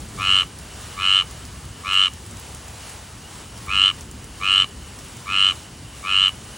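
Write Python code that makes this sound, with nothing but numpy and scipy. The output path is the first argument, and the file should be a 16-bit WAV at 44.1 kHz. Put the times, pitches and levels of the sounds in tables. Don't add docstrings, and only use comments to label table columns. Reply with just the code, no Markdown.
import sys
import numpy as np
from scipy import signal
from scipy.fft import rfft, irfft, next_fast_len
from scipy.io import wavfile
from scipy.ndimage import uniform_filter1d, map_coordinates

SR = 44100
rng = np.random.default_rng(int(sys.argv[2]) if len(sys.argv) > 2 else 0)


def digitize_waveform(pressure):
    field = np.atleast_2d(pressure).T
    bounded = np.clip(field, -1, 1)
    quanta = np.round(bounded * 32767).astype(np.int16)
    wavfile.write(sys.argv[1], SR, quanta)


def magnitude_from_level(level_db):
    exponent = np.asarray(level_db, float) / 20
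    return 10 ** exponent


N = 289737


def unit(x):
    return x / np.sqrt(np.mean(x ** 2) + 1e-20)


def along(points, hz):
    point_hz, value = np.transpose(points)
    return np.interp(np.log(hz + 1), np.log(point_hz + 1), value)


def wobble(rate_hz):
    knots = rng.standard_normal(int(N * rate_hz / SR) + 4)
    return map_coordinates(knots, [np.arange(N) * rate_hz / SR])


def filtered(x, response):
    size = next_fast_len(N + SR // 2)
    spectrum = rfft(x, size) * response(np.fft.rfftfreq(size, 1 / SR))
    return irfft(spectrum, size)[..., :N]


def rush(spectrum, patchy_db):
    z = signal.stft(rng.standard_normal(N), nperseg=512)[2]
    patches = uniform_filter1d(rng.standard_normal(z.shape), size=6, axis=0)
    patches = unit(uniform_filter1d(patches, size=10, axis=1))
    noise = signal.istft(z * magnitude_from_level(patchy_db * patches), nperseg=512)[1][:N]
    closed = [(1, -120)] + list(spectrum)
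    return unit(filtered(noise, lambda hz: magnitude_from_level(along(closed, hz))))


def bursts(times, hz, db, rise_s, fall, phase):
    index = np.round(times * SR).astype(int)[:, None] + np.arange(-SR // 128, SR // 128)
    t = index / SR - times[:, None]
    bell = np.exp(-(t / (rise_s[:, None] * np.where(t > 0, fall, 1))) ** 2)
    wave = magnitude_from_level(db)[:, None] * bell * np.cos(2 * np.pi * hz[:, None] * t + phase[:, None])
    return np.bincount(index.clip(0, N - 1).ravel(), wave.ravel(), N)


# (time [s], level [dB])
MACHINERY_LOAD = [
    (0, -37),
    (.9, -41),
    (2.0, -40.5),
    (2.5, -40.5),
    (2.9, -41.5),
    (4.2, -38.5),
    (4.75, -41),
    (6.57, -40),
]
# (frequency [Hz], density [dB per Hz])
RUMBLE = [(12, -63), (20, -40), (41, -10), (65, -2), (108, -5), (157, -10.5), (206, -12), (377, -18.5),
          (500, -24), (650, -39), (1100, -120)]
# (frequency [Hz], density [dB per Hz])
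HUM = [(52, -38), (60, -6.5), (66, -12.5), (76, -41.5)]
# (frequency [Hz], density [dB per Hz])
RAIN = [(150, -37), (400, 0.5), (1000, 3), (2200, -1.5), (4000, -3), (6000, -3.5), (8500, -3), (10800, -4),
        (11800, -7), (16000, -9)]
# (frequency [Hz], density [dB per Hz])
CHORUS = [(2450, -30), (2750, -3), (3050, 0), (3400, -30)]


def night():
    t = np.arange(N) / SR
    load_db = np.interp(t, *np.transpose(MACHINERY_LOAD))
    rumble = magnitude_from_level(load_db + .9 * wobble(4.35)) * rush(RUMBLE, patchy_db=1.2)
    hum = magnitude_from_level(load_db - 13) * rush(HUM, patchy_db=2)
    rain_db, easing_db_per_s = -40.5, .38
    rain_db = rain_db - easing_db_per_s * t + .095 * wobble(3) + 1.24 * wobble(10)
    rain = magnitude_from_level(rain_db) * rush(RAIN, patchy_db=.7)
    chorus = magnitude_from_level(-55.5 + 1.9 * wobble(2.77)) * rush(CHORUS, patchy_db=3.5)
    return rumble + hum + rain + chorus


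# (time [s], tick peak [dB], tick frequency [Hz], snap peak [dB])
DROPS = [(0.004, -25, 8800, -43), (0.3646, -28, 8400, -31), (0.4032, -28, 10500, -30),
         (0.5883, -27, 10900, -24), (0.8122, -27, 8800, -36), (1.3111, -26, 8600, -27),
         (1.4527, -25, 6200, -36), (1.6529, -30, 10500, -32), (1.928, -27, 10500, -28),
         (1.9333, -26, 10500, -24), (1.9408, -22, 7900, -24), (1.9978, -29, 8100, -30),
         (2.1366, -26, 8600, -34), (2.2636, -32, 9600, -28), (2.3709, -26, 8300, -36),
         (2.3988, -31, 10900, -24), (2.5483, -22, 9800, -31), (2.683, -28, 9000, -27),
         (2.8966, -26, 10700, -30), (3.4828, -38, 7800, -29), (3.5767, -29, 5900, -34),
         (3.6622, -26, 10000, -27), (4.0096, -22, 8100, -29), (4.1135, -24, 8600, -37),
         (4.2435, -29, 8600, -26), (4.4435, -26, 7500, -33), (4.9893, -29, 10700, -28),
         (5.0483, -31, 10300, -29), (5.169, -28, 8600, -33), (6.2872, -25, 10300, -26)]


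def drops(small_db=-50, spread_db=6.5, count=500):
    s, tick_db, hz, snap_db = np.transpose(DROPS)
    chance = rng.random((count, 4))
    patter_db = small_db - spread_db * np.log(chance[:, 1:3] + .03)
    s = np.append(s, chance[:, 0] * N / SR)
    hz = np.append(.9 * hz, 4500 + 6500 * chance[:, 3])
    tick_db = np.append(tick_db + 1.5, patter_db[:, 0])
    snap_db = np.append(snap_db + .5, patter_db[:, 1] - 4)
    snap_hz = np.full(len(s), 13200.)
    phase = 2 * np.pi * rng.random(len(s))
    hits = bursts(s, hz, tick_db, .48 / hz, 3, phase)
    hits += bursts(s, snap_hz, snap_db, .7 / snap_hz, 3, phase)
    spray_decay_s = .008
    splash = signal.lfilter([1], [1, -np.exp(-1 / (spray_decay_s * SR))], np.abs(hits))
    spray = filtered(rng.standard_normal(N), lambda f: f > 4500)
    return hits + magnitude_from_level(-33) * np.abs(splash) * spray


def pulse_train(first_s, last_s, rate_hz, late_ms):
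    late_s = late_ms / 1000
    k = np.arange(round((last_s - late_s - first_s) * rate_hz) + 1)
    drag_s = late_s * np.exp((k - k[-1]) / 1.19)
    return first_s + k / rate_hz + drag_s, k / k[-1]


def effort(times, throat_db, bloom_db, peak_db, droop_db, before_end_s):
    since, left = np.abs(times - times[0]), np.abs(times[-1] - times)
    release = np.exp(-left / .011)
    sag_db_per_s = 4.5
    throat = throat_db - 13 * np.exp(-since / .014) - sag_db_per_s * since - 4.5 * release
    bloom = np.exp(-((left - .18) / .054) ** 2)
    slack = -34.5 + bloom_db * bloom - 22 * np.exp(-since / .0099) - 3 * release
    early = (left - before_end_s).clip(0) / .17
    late = (1 - left / before_end_s).clip(0)
    taut = peak_db - 35 * early ** 2.54 - droop_db * late ** 2
    taut -= 13 * np.exp(-since / .037) + 10 * np.exp(-left / .0077)
    return throat, slack, taut


# (first pulse [s], last pulse [s], pulse rate [Hz], lateness of last pulse [ms])
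CALLS = [
    (0.179, 0.4318, 95.97, 2.7),
    (0.9699, 1.2227, 95.81, 2.3),
    (1.8392, 2.0806, 95.95, 1.7),
    (3.6744, 3.9127, 97.48, 2.4),
    (4.4043, 4.6439, 96.7, 1.7),
    (5.2611, 5.5217, 96.91, 2.6),
    (6.0312, 6.2927, 96.25, 1.7),
]
# (throat [dB], slack sac bloom [dB], taut sac peak [dB], its droop [dB], peak before end [s])
EFFORT = [
    (-27, 6.5, -14.5, 4.5, 0.091),
    (-27.5, 5.5, -14, 4, 0.094),
    (-27.5, 5, -14.5, 3.5, 0.082),
    (-28.5, 9, -13, 8.5, 0.075),
    (-28.5, 9.5, -13.5, 4, 0.087),
    (-29, 9, -14, 7.5, .085),
    (-29.5, 7.5, -14.5, 1, 0.092),
]
POSTURE = [
    (0, 0, .4),
    (.08, .2, .3),
    (.17, .85, 0),
    (.27, 1, .1),
    (.6, 1, .1),
    (.76, 1, .85),
    (.88, 1, 1),
    (.95, .9, .5),
    (1, .15, 0),
]
# (low posture [Hz], high posture [Hz], level [dB], follows taut sac [0-1], peak delay [ms], rise [ms])
THROAT = (1185, 1270, 8.5, 0, .3, 2.55)
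SLACK_SAC = (2270, 2550, 8, 0, -.2, 2.5)
TAUT_SAC = (2912, 2965, 8, 1, .7, 2.35)
FILLING = [(1770, 1718, -5.5, 0.27, -0.5, 2.88), (2140, 2158, -3, 0.26, -2.5, 2.3),
           (970, 1010, -10.5, 0.19, 0, 1.6), (3950, 4036, -2.5, 0.43, -0.05, 1.8),
           (3670, 3460, -2.5, 0.082, 0.2, 1.3), (6460, 6300, -10, 0.091, 1.5, 0.89)]
STRAIN = [(3180, 3520, -8, 0.85, 0.52, 2.25), (4250, 3980, -13.5, 0.97, 1.26, 0.57),
          (4560, 4720, -16, 0.25, 0.81, 3.9), (5420, 5680, -12, 0.21, 0, 2.05),
          (7400, 7330, -14, 0.53, 0, 1.4), (8500, 8150, -20, 1, 0.44, 1.44),
          (7430, 5200, -24, 0.75, 1.5, 1.33)]
# (frequency [Hz], density [dB per Hz])
RASP = [(1500, -31), (3000, 2.5), (4500, -28.5), (6000, -21.5), (7500, -12.5), (8800, -12), (9300, -47)]


def frog(jitter_us=20, limp_us=25, wander_us=170, limp_db=.7, scatter_db=.45, smear_rad=.6, detune=.004):
    voice, airflow = np.zeros(N), np.zeros(N)
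    filling_rows = [THROAT, SLACK_SAC] + list(FILLING)
    partials = filling_rows + [TAUT_SAC] + list(STRAIN)
    start_phase = 2 * np.pi * rng.random(len(partials))
    limping, wander = wobble(12), wobble(14)
    creep_per_s = .01
    posture_share, posture_filling, posture_strain = np.transpose(POSTURE)
    for call, strength in zip(CALLS, EFFORT):
        times, share = pulse_train(*call)
        count = len(times)
        at = (times * SR).astype(int)
        limp = (-1.) ** np.arange(count) * limping[at]
        shift_us = jitter_us * rng.standard_normal(count) + limp_us * limp + wander_us * wander[at]
        times = times + 1e-6 * shift_us
        filling = np.interp(share, posture_share, posture_filling)
        strain = np.interp(share, posture_share, posture_strain)
        throat_db, slack_db, taut_db = effort(times, *strength)
        creep_s = creep_per_s * (times - times[0]) ** 2
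        for i, (row, phase0) in enumerate(zip(partials, start_phase)):
            low_hz, high_hz, db, follows, delay_ms, rise_ms = row
            delay_s = delay_ms / 1000
            posture = filling if i < len(filling_rows) else strain
            level_db = throat_db + follows * (taut_db - throat_db)
            if i == 1:
                level_db = slack_db
            chance = rng.standard_normal((count, 4))
            hz = (low_hz + posture * (high_hz - low_hz)) * (1 + detune * chance[:, 3])
            treble = np.minimum(hz / 3000, 1.8)
            size_db = db + level_db + treble * (scatter_db * chance[:, 0] + limp_db * limp)
            phase = phase0 + 2 * np.pi * hz * (delay_s + creep_s) + smear_rad * chance[:, 1] * treble
            rise_s = rise_ms / 1000 * np.exp(.06 * chance[:, 2])
            voice += bursts(times + delay_s, hz, size_db, rise_s, .85, phase)
        air_db = .33 * taut_db + .51 * throat_db
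        still = np.zeros(count)
        airflow += bursts(times + .00052, still, air_db, still + .0047, .98, still)
    return voice + magnitude_from_level(-15) * airflow * rush(RASP, patchy_db=1.5)


# (delay [ms], level [dB])
WALLS = [(3.6, -14), (7.3, -44), (12.5, -22), (19.0, -20.5)]
# (frequency [Hz], t60 [s])
YARD = [(800, .25), (3000, .4), (9000, .2)]


def yard(x, tail_db=-30):
    hz, t, z = signal.stft(rng.standard_normal(SR // 2), SR, nperseg=256)
    decay = magnitude_from_level(-60 * t / along(YARD, hz)[:, None])
    tail = signal.istft(z * decay, SR, nperseg=256)[1]
    tail *= magnitude_from_level(tail_db) / np.linalg.norm(tail)
    answer = np.pad(tail, (SR // 100, 0))
    for ms, db in WALLS:
        answer[round(ms * SR / 1000)] += magnitude_from_level(db)
    return signal.fftconvolve(x, answer)[:N]


def scene():
    background = night() + drops()
    near = frog()
    return np.tile(background + near + yard(near), (2, 1))


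# (frequency [Hz], phase [rad])
PORT_PHASE = [(200, 0), (480, -.35), (900, -.55), (1400, -.2), (1650, 0), (4700, 0), (4900, .5),
              (5050, 5.7), (5250, 6.28), (6700, 6.3), (8000, 7.3), (11000, 8.75), (11700, 9.42),
              (13600, 9.5), (16000, 11.2)]
# (frequency [Hz], left minus right [dB])
PORT_BALANCE = [(350, 0), (600, 2.4), (1400, 1.1), (1650, 0)]


def ports(dry):
    side = np.array([[-.5], [.5]])

    def response(hz):
        gain = magnitude_from_level(-side * along(PORT_BALANCE, hz))
        return gain * np.exp(1j * (side + .5) * along(PORT_PHASE, hz))
    return filtered(dry, response)


# (frequency [Hz], level [dB])
PORT_LOOSE = [(250, -62.5), (500, -7.5), (1400, -11.5), (1800, -50), (6500, -57), (7500, -2.5),
              (11000, -0.5), (14500, -18)]


def loose(dry):
    hz, _, z = signal.stft(dry, SR, nperseg=256)
    scrambled = np.abs(z) * np.exp(2j * np.pi * rng.random(z.shape))
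    scrambled *= magnitude_from_level(along(PORT_LOOSE, hz))[:, None]
    return signal.istft(scrambled, SR, nperseg=256)[1][:, :N]


# (low [Hz], high [Hz], dropped [0 sum, 1 difference], share of time [0-1])
MUTED_BANDS = [(4500, 5400, 1, .3), (6500, 7400, 1, .5), (11000, 11700, 0, .75), (11700, 13800, 0, 1),
               (13800, 14600, 0, .65), (14600, 15200, 0, .2)]
OPEN_MOMENTS = [2.399, 2.683, 3.577, 4.01, 4.113, 4.555, 6.287]


def mute_bands(pair, open_s=.014, top_hz=15850):
    left, right = pair
    hz, t, z = signal.stft([left + right, left - right], SR, nperseg=1024)
    z[:, hz > top_hz] = 0
    calm = np.abs(t[:, None] - np.array(OPEN_MOMENTS)).min(axis=1) > open_s
    for low_hz, high_hz, which, share in MUTED_BANDS:
        mood = uniform_filter1d(rng.standard_normal(len(t)), size=3)
        muted = calm & (mood <= np.quantile(mood, share))
        band = (hz >= low_hz) & (hz < high_hz)
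        z[int(which)][np.ix_(band, muted)] = 0
    both, apart = signal.istft(z, SR, nperseg=1024)[1][:, :N]
    return np.array([both + apart, both - apart]) / 2


def top_cut(x):
    return signal.sosfilt(signal.butter(12, 17120, fs=SR, output="sos"), x)


def record(dry):
    mix = mute_bands(ports(dry) + loose(dry))
    return top_cut(mix)


dry = scene()
out = record(dry)
digitize_waveform(out)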